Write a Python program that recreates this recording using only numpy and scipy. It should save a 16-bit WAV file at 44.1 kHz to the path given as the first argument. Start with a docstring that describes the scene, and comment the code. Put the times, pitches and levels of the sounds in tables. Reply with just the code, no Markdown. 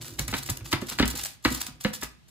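"""A hand pats a thin sheet of dough lying on baking paper in a metal tray, on a counter in a tiled kitchen.
Each pat is a band of noise for the slap, ringing modes for the boom of the tray and the thump of the counter.
The paper crackles in bursts of tiny noise snaps; between pats the rocking tray and counter hum faintly.
Feedback delays give the kitchen's echo, over a steady bed of coloured noise for the air."""
import sys
import numpy as np
from scipy import signal
from scipy.fft import rfft, irfft, next_fast_len
from scipy.io import wavfile

SR = 44100
rng = np.random.default_rng(int(sys.argv[2]) if len(sys.argv) > 2 else 0)


def persist_wave(psi):
    """Save psi, clipped to +-1, as 16-bit WAV."""
    counts = np.round(np.clip(psi, -1, 1) * 32767).astype(np.int16)
    wavfile.write(sys.argv[1], SR, np.atleast_2d(counts).T)


def convert_level_to_amplitude(level_db):
    """Map a level in decibels to its linear amplitude factor."""
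    exponent = np.asarray(level_db, float) / 20
    return 10 ** exponent


N = 101429   # length in samples


def rms_one(x):
    """Scale to rms 1."""
    return x / np.sqrt(np.mean(x ** 2) + 1e-20)


def in_time(rows):
    """Join (seconds, value) rows by straight lines."""
    return np.interp(np.arange(N) / SR, *np.transpose(rows))


def colour(x, spectrum):
    """Shape by a (Hz, dB) table with a minimum-phase filter of unit energy, so nothing sounds early."""
    size = next_fast_len(N + SR // 2)
    hz, db = np.transpose(spectrum)
    grid_hz = np.arange(1025) * SR / 2048
    curve_db = np.interp(np.log(grid_hz + 1), np.log(hz), db)
    # folding the cepstrum forward in time makes the filter minimum phase
    cepstrum = irfft(np.log(convert_level_to_amplitude(curve_db)))
    cepstrum[1:1024] *= 2
    cepstrum[1025:] = 0
    pulse = irfft(np.exp(rfft(cepstrum)))
    pulse /= np.sqrt(np.sum(pulse ** 2))
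    return irfft(rfft(x, size) * rfft(pulse, size), size)[..., :N]


def soften(x, cut_hz):
    """Two-pole low-pass."""
    return signal.sosfilt(signal.butter(2, cut_hz, fs=SR, output="sos"), x)


def ring(push, hz, t60):
    """A resonator: a unit click sets a sine of height 1 ringing, down 60 dB after t60 seconds."""
    radius = convert_level_to_amplitude(-60 / (t60 * SR))
    angle = 2 * np.pi * hz / SR
    return signal.lfilter([0, np.sin(angle)], [1, -2 * radius * np.cos(angle), radius ** 2], push + 1e-18)


def swell(rise, fall, late=0):
    """Envelope: rounded rise, then exponential fall, all in seconds."""
    t = np.arange(SR // 5) / SR - late
    return np.clip(t / rise, 0, 1) ** 2 * np.exp(-np.clip(t - rise, 0, 1) / fall)


def lay(start, rows):
    """Place the rows at their start times."""
    out = np.zeros(N + SR)
    for s, row in zip(start, rows):
        i = max(int(s * SR), 0)
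        out[i:i + len(row)] += row
    return out[:N]


# Spectrum of the room air. Each row: frequency in Hz, relative level in dB per Hz.
AIR_SPECTRUM = [(30, -16), (130, -6.5), (470, -30), (4000, -31), (16000, -48)]
AIR_DB = -58


def room_air():
    """Steady noise, drawn separately for each side."""
    return convert_level_to_amplitude(AIR_DB) * colour(rng.standard_normal((2, N)), AIR_SPECTRUM)


# Low modes of the tray. Each row: frequency in Hz, relative level in dB, t60 in seconds.
TRAY_MODES = [(222, -2, 0.05), (263, 5, 0.085), (297, 1, 0.06), (335, 2, 0.085), (501, -6, 0.07)]
# Modes of the counter. Each row: frequency in Hz, relative level in dB, t60 in seconds.
COUNTER_MODES = [(47.3, -36, 0.07), (60.9, -11, 0.43), (113.7, -5, 0.11), (138, 0.5, 0.12)]
# How hard the tray rocks under the hand. Each row: time in seconds, level in dB of the counter's hum.
ROCKING = [(0, -47), (1.2, -50), (1.4, -72), (1.6, -52.5), (2.3, -74)]
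ROCK_TRAY_DB = -4   # tray against counter


def hum(push, modes):
    """Every mode rings on under the same continuous push."""
    return rms_one(sum(convert_level_to_amplitude(db) * ring(push, hz, t60) for hz, db, t60 in modes))


def rocking():
    """Small uneven pushes keep counter and tray humming."""
    push = rng.standard_normal(N)
    both = hum(push, COUNTER_MODES) + convert_level_to_amplitude(ROCK_TRAY_DB) * hum(push, TRAY_MODES)
    return convert_level_to_amplitude(in_time(ROCKING)) * both


# Paper crackles. Each row: start in seconds, level in dB before PAPER_DB, length in seconds.
CRACKLES = [(.004, -29, 0.039), (0.034, -34, 0.1), (0.184, -17, 0.02), (0.275, -24, 0.011),
            (0.302, -23, 0.013), (0.336, -26, 0.021), (0.359, -26.5, 0.015), (0.376, -22, .012),
            (0.424, -25, 0.0081), (0.452, -27.5, 0.028), (0.493, -18.5, 0.011), (0.57, -25, 0.0022),
            (0.64, -28.5, 0.049), (0.715, -18, 0.006), (0.726, -14.5, 0.0052), (0.804, -32, 0.027),
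            (0.859, -32, 0.023), (0.88, -21.5, 0.022), (0.914, -24.5, 0.018), (0.98, -22.5, 0.027),
            (1.051, -20.5, 0.0097), (1.073, -19.5, 0.01), (1.098, -19.5, 0.011), (1.151, -17, 0.012),
            (1.157, -22, 0.07), (1.233, -25.5, 0.0039), (1.247, -19, 0.011), (1.257, -30, 0.0028),
            (1.422, -41.5, 0.022), (1.436, -23.5, 0.041), (1.502, -21.5, 0.0071), (1.515, -20.5, 0.027),
            (1.541, -24, 0.014), (1.568, -30.5, 0.023), (1.6, -22, 0.019), (1.61, -21, 0.0067),
            (1.661, -22, 0.011), (1.801, -27, 0.019), (1.827, -31, 0.036), (1.93, -20, 0.018),
            (2.007, -27, 0.016), (2.029, -18, 0.0096), (2.28, -43, 0.018)]
# Spectrum of the paper. Each row: frequency in Hz, relative level in dB per Hz.
PAPER_SPECTRUM = [(400, -16), (1000, -3.5), (2500, -4.5), (4000, 0.5), (8000, 2), (16000, -1.5)]
PAPER_DB = -9
SNAPS_PER_S, SNAP_SPREAD_DB = 9000, 3.0
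CLUMP_DB, CLUMP_HZ = 4, 87   # the snaps come in clumps
RISE_S, RISE_SHARE, FALL_SHARE = 0.006, 0.3, 0.8   # shares of the crackle's length
FAR_EDGE_HZ = 5740   # duller crackle from the other side of the sheet


def paper():
    """Dense tiny snaps of uneven size, in bursts, from two parts of the sheet."""
    s, db, length = np.transpose(CRACKLES)
    length = np.abs(length)[:, None]
    sizes = convert_level_to_amplitude(SNAP_SPREAD_DB * np.minimum(rng.exponential(1, (2, N)), 4))
    sizes = sizes * rng.choice([-1, 1], (2, N))
    clumps = convert_level_to_amplitude(CLUMP_DB * rms_one(soften(rng.standard_normal((2, N)), CLUMP_HZ)))
    fires = rng.random((2, N)) < SNAPS_PER_S / SR
    snaps = rms_one(clumps * sizes * fires)
    bursts = swell(RISE_S + RISE_SHARE * length, FALL_SHARE * length) * convert_level_to_amplitude(db + PAPER_DB)[:, None]
    # starting early puts the start time inside the rise
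    loudness = lay(s - RISE_S / 2, bursts)
    near, far = colour(loudness * snaps, PAPER_SPECTRUM)
    return near, soften(soften(far, FAR_EDGE_HZ), FAR_EDGE_HZ)


MODE_SPREAD_DB, MODE_SHIFT = 4.0, .02   # limits either way; the hand's load shifts each mode by a share


def struck(start, force, peak_db, modes):
    """Each blow drives every mode, with a strength and slight shift of its own, scaled to the blow's peak."""
    chance = np.clip(rng.standard_normal((len(start), 2, len(modes))), -1, 1)
    force = np.pad(force, ((0, 0), (0, SR // 3)))   # room to ring on
    rows = []
    for push, (spread, shift) in zip(force, chance):
        row = 0
        for k, (hz, db, t60) in enumerate(modes):
            row = row + convert_level_to_amplitude(db + MODE_SPREAD_DB * spread[k]) * ring(push, hz * (1 + MODE_SHIFT * shift[k]), t60)
        rows.append(row)
    rows = np.array(rows)
    gain = convert_level_to_amplitude(peak_db) / np.abs(rows).max(axis=1)
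    return lay(start, rows * gain[:, None])


# The pats. Each row: start in seconds, peak of the tray boom in dB, counter thump in dB relative to the boom
# before COUNTER_DB, slap in dB relative to the boom before SLAP_DB and RING_DB, pitch of the slap in Hz.
PATS = [(0.188, -26.5, 5.5, -2.5, 1640), (0.28, -33.5, 9, 0.5, 1780), (0.3261, -27, -3, -3.5, 1130),
        (0.3376, -24.5, -8, 1.5, 1480), (0.488, -28, 9, -3.5, 1390), (0.606, -44.5, 18, -3, 1500),
        (0.7266, -17.5, -1.5, 0, 2700), (0.817, -24, -27, -12, 900), (0.912, -36.5, -5, 1, 1430),
        (0.986, -30, -20, 10, 2200), (0.997, -8, -11, -10, 2200), (1.025, -14, -13, -4, 2690),
        (1.135, -28, -16, -15, 1500), (1.449, -12, -10, -3.5, 1700), (1.506, -26, -5.5, -30, 1410),
        (1.681, -37.5, -4, -7.5, 1160), (1.847, -14.5, -20.5, -7.5, 1920), (2.023, -32, -2.5, 3.5, 2520)]
# High modes of the tray, woken by the slap. 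Each row: frequency in Hz, relative level in dB, t60 in seconds.
TRAY_HIGH_MODES = [(795, -4, .05), (1308, 2, 0.055), (1443, 2, 0.045), (1804, 2, 0.045), (2057, 3, .08),
                   (2266, 4, 0.055), (2985, 2, .055)]
# Spectrum laid over the slap. Each row: frequency in Hz, relative level in dB per Hz.
SLAP_SPECTRUM = [(290, -16), (650, -4.5), (1500, -0.5), (4500, 0.5), (9000, -20), (16000, -30)]
PALM_HZ, FINGER_HZ, HEEL_HZ = 610, 5400, 114   # low-pass softness of each part of the hand
SLAP_DB, RING_DB, COUNTER_DB = 2.5, -1.5, -1.5
SLAP_WIDTH = 1.97   # the slap's band reaches this factor to either side of its pitch
SLAP_FALL_S = 0.0048
SLAP_TAIL_S, SLAP_TAIL_DB, SLAP_TAIL_HZ = 0.021, -15.5, 2200


def pats():
    """Fingers slap at a pitch set by the cupped hand; the palm then knocks the tray, the heel loads the counter."""
    s, db, low_db, slap_db, slap_hz = np.transpose(PATS)
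    noise = rng.standard_normal((3, len(s), SR // 5))

    palm = soften(noise[0] * swell(rise=0.0027, fall=0.0056, late=.0022), PALM_HZ)
    boom = struck(s, palm, db, TRAY_MODES)

    heel = soften(noise[0] * swell(rise=0.011, fall=0.0092), HEEL_HZ)
    thump = struck(s, heel, db + low_db + COUNTER_DB, COUNTER_MODES)

    spikes = convert_level_to_amplitude(3.5 * rng.exponential(1, noise[1].shape).clip(0, 3))
    spiky = noise[1] * spikes * swell(rise=0.0011, fall=SLAP_FALL_S)
    cupped = []
    for hz, row in zip(slap_hz, spiky):
        band = signal.butter(1, [hz / SLAP_WIDTH, hz * SLAP_WIDTH], "band", fs=SR, output="sos")
        cupped.append(signal.sosfilt(band, row))
    cupped = np.array(cupped)
    cupped = cupped / np.abs(cupped).max(axis=1)[:, None]
    high = struck(s, cupped, db + slap_db + RING_DB, TRAY_HIGH_MODES)

    tail = rms_one(soften(noise[2], SLAP_TAIL_HZ)) * swell(rise=0.0057, fall=SLAP_TAIL_S)
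    slaps = (cupped + convert_level_to_amplitude(SLAP_TAIL_DB) * tail) * convert_level_to_amplitude(db + slap_db + SLAP_DB)[:, None]
    slap = colour(lay(s, slaps), SLAP_SPECTRUM)
    return boom, thump, soften(high, FINGER_HZ) + slap


KITCHEN_T60_S, WALL_CUT_HZ = 0.39, 7300   # t60 at the lowest frequencies; the treble dies sooner


def kitchen(x):
    """Eight feedback delays a side, duller on every round, as sound bounces between the walls."""
    size = next_fast_len(N + SR)
    turn = np.exp(-2j * np.pi * np.arange(size // 2 + 1) / size)   # one sample of delay
    dull = np.exp(-2 * np.pi * WALL_CUT_HZ / SR)
    wall = np.sqrt((1 - dull) / (1 - dull * turn))
    out = np.zeros((2, len(turn)), complex)
    for k, lag in enumerate((rng.uniform(.004, .03, 16) * SR).astype(int)):
        loop = convert_level_to_amplitude(-60 * lag / SR / KITCHEN_T60_S) * wall * turn ** lag
        out[k % 2] += loop / (1 - loop) * (-1) ** (k // 2)
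    return irfft(out * rfft(x, size), size)[:, :N]


def place(x, pan_db, left_lag_s=0):
    """Pan by left minus right in dB, and let the left side hear it a little later."""
    size = next_fast_len(N + 64)
    delay = np.exp(-2j * np.pi * np.arange(size // 2 + 1) / size * left_lag_s * SR)
    late = irfft(rfft(x, size) * delay, size)[:N]
    return np.array([late * convert_level_to_amplitude(pan_db / 2), x * convert_level_to_amplitude(-pan_db / 2)])


TRAY_PAN_DB, SLAP_PAN_DB, PAPER_PAN_DB, LOW_PAN_DB = -4.5, 2, -0.1, -2.5   # left minus right
PAPER_LEFT_LAG_S, SLAP_LEFT_LAG_S = 0.000268, 0.000088
ROOM_DB, PAPER_ROOM_DB = -20, -16   # sends to the kitchen


def scene():
    """Pats, paper, rocking tray, kitchen echo and room air."""
    boom, thump, slap = pats()
    sheet, edge = paper()
    air = room_air()
    near = place(boom, TRAY_PAN_DB)
    near = near + place(thump + rocking(), LOW_PAN_DB)
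    near = near + place(slap, SLAP_PAN_DB, SLAP_LEFT_LAG_S)
    near = near + place(sheet, PAPER_PAN_DB, PAPER_LEFT_LAG_S)
    near = near + place(edge, PAPER_PAN_DB)
    echo = kitchen(convert_level_to_amplitude(ROOM_DB) * (slap + boom) + convert_level_to_amplitude(PAPER_ROOM_DB) * (sheet + edge))
    return near + echo + air


def top_cut(x):
    """Nothing passes above the cut-off."""
    return signal.sosfilt(signal.butter(12, 16990, fs=SR, output="sos"), x)


def record(dry):
    """The microphone loses the deepest bass, and a steep low-pass cuts the top."""
    mic_low_hz, cutoff_hz = 46, 16600
    thin = signal.sosfilt(signal.butter(4, mic_low_hz, "high", fs=SR, output="sos"), dry)
    cut = signal.sosfilt(signal.cheby2(10, 60, cutoff_hz, fs=SR, output="sos"), thin)
    return top_cut(cut)


dry = scene()
out = record(dry)
persist_wave(out)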